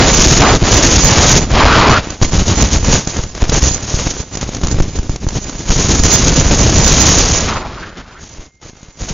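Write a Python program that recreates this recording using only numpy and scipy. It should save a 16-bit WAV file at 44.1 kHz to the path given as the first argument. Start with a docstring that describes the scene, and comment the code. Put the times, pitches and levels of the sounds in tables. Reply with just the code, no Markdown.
"""Outdoors in a storm, wind and driven rain batter one small hand-held microphone.
Turbulent eddies, as noise of shared random level, shove the membrane in low lumps, roar and hiss as spray.
Drops tick and slap as brief pushes; three howls are noise through the port's wandering resonance.
The input stage overloads in the gusts, flattening the waves. Near the end the volume is turned down, in
the levels and in the overload ceiling, and a faint steady whine shows in the lull."""
import sys
import numpy as np
from scipy import signal
from scipy.fft import rfft, irfft, next_fast_len
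from scipy.io import wavfile

SR = 44100
rng = np.random.default_rng(int(sys.argv[2]) if len(sys.argv) > 2 else 0)


def unload_wav(signal):
    """Save mono or channel-first audio to the path in sys.argv[1] as 16-bit WAV at rate SR, clipped to [-1, 1]."""
    wavfile.write(
        sys.argv[1],
        SR,
        np.round(np.clip(np.atleast_2d(signal).T, -1, 1) * 32767).astype(np.int16),
    )


N = 402985

# spectrum of the turbulent roar, before scaling to rms 1: f/Hz, density level/dB
ROAR_SPECTRUM = [(120, -9), (300, 1), (700, -2.5), (1500, -8), (3000, -10.5), (5000, -14), (9000, -37.5)]
# spectrum of air and spray hissing across the port, before scaling to rms 1: f/Hz, density level/dB
SPRAY_SPECTRUM = [(1500, -17.5), (3000, -7), (4500, -5), (5600, -1), (6600, 2.5), (7400, -9.5), (10000, -7)]


def gain_of(db):
    """Level to amplitude ratio: 20 dB for each factor of ten."""
    return 10 ** (np.asarray(db) / 20)


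def evened(x):
    """Normalisation: scales a signal to rms 1."""
    return x / np.sqrt(np.mean(x ** 2) + 1e-20)


def curve(rows, axis):
    """Linear interpolation: one column of a table at every sample, time being column 0."""
    rows = np.asarray(rows)
    return np.interp(np.arange(N) / SR, rows[:, 0], rows[:, axis])


def coloured(points):
    """Spectral shaping: white noise weighted along a log-frequency curve, then scaled to rms 1."""
    size = next_fast_len(N)
    f, db = np.transpose(points)
    hz = np.fft.rfftfreq(size, 1 / SR)
    weight = gain_of(np.interp(np.log(hz + 1), np.log(f), db))
    white = rfft(rng.standard_normal(size))
    return evened(irfft(white * weight, size)[:N])


def lumps(lo_hz, hi_hz):
    """Band-limited random modulation: a wander of rms 1 mostly between two rates."""
    return coloured([(lo_hz / 2, -40), (lo_hz, 0), (hi_hz, -6), (hi_hz * 2, -30), (hi_hz * 8, -120)])


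def swings(rows, in_s, out_s):
    """Superposition in dB of level swings that ease in, hold and ease out along a squared sine."""
    t = np.arange(N) / SR
    total_db = np.zeros(N)
    for start, length, db in rows:
        full = start + in_s / 2
        leaving = full + max(length - in_s / 2 - out_s / 2, 0)
        end = start + max(length, in_s) + out_s / 2
        ramp = np.interp(t, [start - in_s / 2, full, leaving, end], [0, 1, 1, 0])
        total_db += db * np.sin(np.pi / 2 * ramp) ** 2
    return total_db


def puff_rise_db():
    """Gust modulation: short puffs raise the level."""
    # puffs at full share: start t/s, length/s, rise/dB
    puff_rows = [(2.213, 0.039, 17), (2.6, 0.028, 3.5), (2.92, 0.055, 9), (3.42, 0.029, 14.5),
                 (3.52, 0.055, 10), (3.625, 0.057, 7), (3.985, 0.018, 6.5), (4.06, 0.051, 5),
                 (4.405, 0.024, 6.5), (4.785, 0.052, 8.5), (5.27, 0.035, 7), (5.355, 0.032, 6.5),
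                 (5.7, 0.031, 7), (6.04, 0.017, 7), (7.97, .045, 9.5), (8.615, 0.11, 3.5),
                 (9.085, 0.023, 7)]
    return swings(puff_rows, in_s=.01, out_s=0.045)


def lull_drop_db():
    """Shielding: the level falls while the port is sheltered."""
    # sheltered moments at full share: start t/s, length/s, change (negative)/dB
    lull_rows = [(.57, 0.076, -10.5), (1.385, .15, -11), (1.445, .055, -10), (2.15, .06, -9),
                 (2.255, 0.072, -8), (2.43, 0.048, -7), (2.665, .04, -1), (2.78, 0.052, -11.5),
                 (3.03, 0.023, -7.5), (3.25, 0.11, -11.5), (3.45, 0.029, -5), (3.585, 0.041, -1),
                 (4.235, 0.081, -9.5), (4.585, 0.024, -6), (4.85, .05, -4.5), (5.04, 0.027, -5.5),
                 (5.18, 0.11, -6), (5.735, .03, -5.5), (6.0, 0.033, -8), (7.89, 0.076, -5.5),
                 (8.025, 0.027, -7), (8.155, .03, -1), (8.47, .14, -16), (8.52, 0.086, -8.5),
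                 (8.705, .025, -8), (8.91, 0.12, -2.5)]
    return swings(lull_rows, in_s=0.047, out_s=0.045)


def wind_db():
    """Addition of levels: the slow course of the wind, lifted by puffs and lowered by lulls."""
    # slow course at the port: t/s, buffeting level/dB, roar level/dB, spray level/dB
    slow_course = [(0, -0.5, -3.5, -21), (.1, -10, -14, -11), (.38, -3, -14, -8.5),
                   (.46, -10.5, -7.5, -22.5), (.55, -2.5, -15.5, -19), (.65, -10, -12, -19),
                   (.72, -6, -12, -10), (1.02, -7, -16, -11), (1.14, -10, -10.5, -12.5),
                   (1.37, -5, -11.5, -7), (1.54, -8.5, -10.5, -31), (1.97, -6.5, -10.5, -28),
                   (2.01, -25, -27.5, -40), (2.2, -30, -31, -30.5), (2.32, -10, -21, -20),
                   (2.96, -11.5, -21, -18.5), (3.02, -23, -28, -24), (3.42, -24.5, -29.5, -32),
                   (3.66, -15, -26, -16.5), (3.8, -25.5, -32.5, -30), (3.95, -19, -27, -20.5),
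                   (4.3, -32, -34, -33.5), (4.7, -15, -32.5, -32), (5.1, -24, -37, -36.5),
                   (5.4, -23.5, -35, -32), (5.67, -23, -33, -30), (5.7, -15.5, -22.5, -16.5),
                   (5.98, -6.5, -21, -16), (6.12, -12.5, -17.5, -11), (6.3, -6, -19.5, -16.5),
                   (6.62, -6.5, -19, -16), (7.1, -8, -14, -8), (7.43, -15, -21, -16),
                   (7.5, -15.5, -18, -28), (7.62, -22.5, -31, -50), (7.85, -33.5, -33.5, -50),
                   (8.16, -39, -44, -57), (8.21, -35, -45, -39.5), (8.42, -39.5, -41, -42),
                   (8.97, -50, -49, -48), (9.01, -17.5, -32.5, -26), (9.14, -32.5, -36, -35.5)]
    # how far buffeting, roar and spray follow, as fractions of the dB swing
    puff_share, lull_share = (0.88, 0.87, 0.84), (0.53, 1, 0.77)
    puffs, drops = puff_rise_db(), lull_drop_db()
    return [curve(slow_course, axis=k + 1) + puff_share[k] * puffs + lull_share[k] * drops
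            for k in range(3)]


def wind(levels_db):
    """Turbulence: buffeting, roar and spray share the same eddies, each by its own amount."""
    # spectrum of the eddies' pressure before skewing and scaling: f/Hz, density level/dB
    buffet_spectrum = [(8, -14), (24, 1.5), (60, 2), (120, -2.5), (250, -9), (500, -19), (1200, -37.5)]
    eddies, flutter = lumps(8.2, 22.0), lumps(31.0, 290.0)
    pushes = np.exp(.38 * coloured(buffet_spectrum))  # eddies push in harder than they pull
    high_pass = signal.butter(N=2, Wn=12., btype="high", fs=SR)
    buffet = signal.lfilter(*high_pass, pushes - pushes.mean())
    buffet = evened(buffet * gain_of(3.9 * eddies))
    roar = evened(coloured(ROAR_SPECTRUM) * gain_of(2.04 * eddies + 0.52 * flutter))
    spray_swing_db = 1.64 * eddies + 0.93 * flutter + 2.15 * lumps(3.3, 47.0)
    spray = evened(coloured(SPRAY_SPECTRUM) * gain_of(spray_swing_db))
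    return sum(gain_of(db) * part for db, part in zip(levels_db, [buffet, roar, spray]))


def slaps():
    """Impulse and recoil: water or a sharp eddy pushes, holds, and swings back further the longer it held."""
    # slaps on the port: t/s, spray burst level/dB, push level/dB, hold/s
    slap_rows = [(1.515, -14, -3, 0.00064), (1.53, -19, -7, .0048), (2.072, -34, -9, 0.00025),
                 (2.103, -17.5, -16, 0.00051), (2.216, -4.5, 1.5, 0.0059), (2.226, -6.5, 2.5, .004),
                 (2.248, -16, -7, .00079), (2.334, -25, 0, 0.003), (2.38, -13, -4, 0.007),
                 (2.48, -9, -15, .00091), (2.497, -13, -10, 0.00037), (2.742, -17, -10, 0.0018),
                 (2.83, -25, -7.5, .0049), (2.846, -10, -10, .0014), (3.073, -11, -5.5, .001),
                 (3.167, -13, -10, 0.0011), (3.19, -37, -6, 0.0037), (3.236, -16, -14, 0.0055),
                 (3.35, -17.5, -27, .002), (3.423, -16, 2, 0.0051), (3.494, -3.5, 2, 0.0015),
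                 (3.528, -18, -3, 0.0034), (3.542, -11, -5.5, 0.0035), (3.627, -5, -2.5, 0.0024),
                 (3.658, -11, -9, 0.0024), (3.711, -27, -8.5, 0.0034), (3.941, -27, -4, 0.0034),
                 (3.998, -14, -14, 0.0028), (4.068, -14, 1, 0.0013), (4.201, -25, -12, .0006),
                 (4.353, -14, -10, 0.00064), (4.372, -16, -12, .0009), (4.412, -16, -27, .0024),
                 (4.429, -17, -6, 0.00081), (4.491, -21, -8, 0.0005), (4.548, -16.5, -11, 0.0007),
                 (4.568, -17.5, -13, .00084), (4.614, -21, -10.5, 0.00068), (4.635, -10, -2.5, 0.0031),
                 (4.647, -18, -8, 0.0021), (4.67, -12, -20, .0023), (4.683, -15, -10, 0.003),
                 (4.713, -21, -5, .00051), (4.744, -26, -6.5, 0.0041), (4.787, -29, -3.5, 0.014),
                 (4.803, -24, 0.5, 0.0041), (4.988, -20.5, -7, 0.0066), (5.095, -22, -5, 0.0038),
                 (5.03, -24, -17, .0006), (5.16, -16.5, -12, 0.00059), (5.267, -31, -5, .004),
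                 (5.287, -14.5, -20, .0012), (5.371, -22, -9, 0.0018), (5.495, -17, -19, 0.00039),
                 (5.696, -25, -3.5, 0.0083), (5.763, -23, -5, 0.0023), (5.995, 0.5, 3.5, 0.0036),
                 (6.036, -2, -18, .0011), (8.238, -30, -42, 0.00067), (8.385, -45, -22.5, 0.0096),
                 (8.615, -40, -35, .00064), (8.696, -32, -24, 0.00045), (8.733, -57, -27, 0.00082),
                 (8.83, -33, -25, .0015), (8.885, -38, -28, 0.0025), (9.02, -28, -15, 0.004),
                 (9.11, -33, -12, 0.002)]
    t, out = np.arange(3000) / SR, np.zeros(N + 3000)
    hiss = np.tile(coloured(SPRAY_SPECTRUM) + 0.61 * coloured(ROAR_SPECTRUM), 2)
    for start, spray_db, push_db, hold in slap_rows:
        at = round(start * SR)
        released = np.clip((t - hold) / .0016, 0, 1)
        recoil = np.minimum(hold / 0.0076, .7) * np.exp(-np.maximum(t - hold - .009, 0) / .012)
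        push = np.minimum(t / .0003, 1) * (1 - released) - released * recoil
        burst = hiss[at:at + 3000] * np.minimum(t / 0.00067, 1) * np.exp(-t / 0.0034)
        out[at:at + 3000] += gain_of(push_db) * push + gain_of(spray_db) * burst
    return out[:N]


def ticks(roar_db):
    """Poisson impacts: small drops push the membrane and let it swing weakly back; level follows the roar."""
    ticks_per_s = 160  # mean rate
    size_db = 3. * np.minimum(rng.exponential(1, N), 3)
    size = gain_of(size_db) * (rng.random(N) < ticks_per_s / SR)
    kind = rng.integers(0, 3, N)
    t = np.arange(400) / SR
    drops = np.zeros(N)
    for k, decay_s in enumerate((.00012, .0004, .0012)):
        push = np.exp(-t / decay_s) * (1 - 0.52 * t / decay_s)
        drops += signal.oaconvolve(size * (kind == k), push)[:N]
    return gain_of(roar_db - 0.5) * evened(drops)


def howl(rows, width_hz, flutter_db, upper_db=-13.0):
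    """Resonance: noise through a wandering port mode and a weaker one an octave up."""
    t = np.arange(N) / SR
    start, end = rows[0][0], rows[-1][0]
    on = np.interp(t, [start, start + 0.041, end - .015, end], [0, 1, 1, 0])
    pitch_hz = curve(rows, axis=1) * (1 + .07 * lumps(6., 25.))
    turns = np.cumsum(pitch_hz) / SR
    out = np.zeros(N)
    for k, gain in ((1, 1.0), (2, gain_of(upper_db))):
        turn = np.exp(2j * np.pi * k * turns)
        r = np.exp(-np.pi * k * width_hz / SR)
        # noise shifted down to 0 Hz, smoothed twice and shifted back up to the pitch
        slow = rng.standard_normal(N) / turn
        for _ in range(2):
            slow = signal.lfilter([1 - r], [1, -r], slow)
        out += gain * evened((turn * slow).real)
    return on * gain_of(curve(rows, axis=2) + flutter_db * lumps(13.0, 25.0)) * out


def howls():
    """Flow excitation: air blown across the half-shut port howls, more weakly when it is sheltered."""
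    # one table a howl, about which pitch and level wander: t/s, f/Hz, level/dB
    howl_courses = [
        [(.39, 696, -24), (.44, 900, -9.5), (.51, 800, -12.5), (.57, 600, -17)],
        [(1.52, 750, -25), (1.61, 934, -7.5), (1.74, 1350, -10.5), (1.79, 956, -8), (1.84, 1190, -10),
         (1.89, 916, -9), (1.98, 1410, -11.5), (2.0, 1290, -35)],
        [(7.45, 1160, -42), (7.51, 1220, -18), (7.6, 900, -23), (7.72, 1060, -36), (7.86, 1480, -32),
         (8.0, 1420, -41), (8.1, 1220, -41), (8.2, 1590, -41.5), (8.25, 1400, -47)],
    ]
    # one row a howl: width of each smoothing pass at the lower mode/Hz, rms level flutter/dB
    howl_settings = [(900, 1), (600, 1), (650, 4)]
    blown = sum(howl(rows, *setting) for rows, setting in zip(howl_courses, howl_settings))
    return gain_of(lull_drop_db()) * blown


def whine():
    """Sinusoid in noise: a thin steady tone, its level wavering, over the faint hiss of the electronics."""
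    # tone: f/Hz, rms level about which it wavers/dB
    whine_tones = [(2116, -60.5)]
    floor_db = -86.5
    t = np.arange(N) / SR
    tone = np.zeros(N)
    for hz, db in whine_tones:
        tone += np.sqrt(2) * gain_of(db + lumps(2., 6.)) * np.sin(2 * np.pi * hz * t)
    return tone + gain_of(floor_db) * rng.standard_normal(N)


def scene():
    """Superposition at the port: one microphone feeds both channels."""
    levels_db = wind_db()
    port = wind(levels_db) + slaps() + ticks(levels_db[1]) + howls() + whine()
    return np.array([port, port])


def low_pass(x, hz, taps):
    """Linear-phase filtering: a steep symmetric low-pass along each channel."""
    kernel = signal.firwin(taps, hz, window=("kaiser", 9), fs=SR)
    return signal.oaconvolve(x, kernel[None], "same", axes=1)


def spread(x):
    """Decorrelation: a scrambled treble copy, coming and going, is added left and subtracted right."""
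    smear = rng.standard_normal(300) * np.exp(-np.arange(300) / 80)
    high = signal.firwin(601, 4250, window=("kaiser", 6), pass_zero=False, fs=SR)
    treble = signal.oaconvolve(x, high, "same")
    scrambled = signal.oaconvolve(treble, smear / np.linalg.norm(smear))[:N]
    side = scrambled * np.clip(.13 + .29 * lumps(2.5, 9.), 0, 1)
    return np.array([x + side, x - side])


def record(dry, knee=13.0, leak=0.096):
    """Saturation and filtering: overload, treble lift, band limit, soft clipping and treble spread."""
    # volume turned down after the overload and partly up again, applied to the ceiling: t/s, level/dB
    volume_course = [(0, 0), (7.15, 0), (7.42, -5), (7.6, -11), (7.73, -19), (8.9, -19), (9.0, -12),
                     (9.14, -8)]
    ceiling, edge_hz, top_hz = 0.66, 7230, 15800
    top = ceiling * gain_of(curve(volume_course, axis=1))  # the flat tops come down with the volume
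    flat = dry[0] / (1 + abs(dry[0] / top) ** knee) ** (1 / knee)
    # some hiss rides on the tops
    flat = flat + leak * signal.lfilter(*signal.butter(N=2, Wn=1000., btype="high", fs=SR), dry[0])
    # the flat tops sag slowly
    flat = signal.lfilter(*signal.butter(1, 6., "high", fs=SR), flat)
    lifted = flat + .5 * signal.lfilter(*signal.iirpeak(6950., 3.5, fs=SR), flat)
    narrow = low_pass(lifted[None], edge_hz, taps=601)[0]
    # unequal exponents: peaks past the knee still grow a little
    narrow = narrow / (1 + abs(narrow / 0.95) ** 12.0) ** (1 / 18.8)
    return np.clip(low_pass(spread(narrow), top_hz, taps=201), -1, 1)


dry = scene()
out = record(dry)
unload_wav(out)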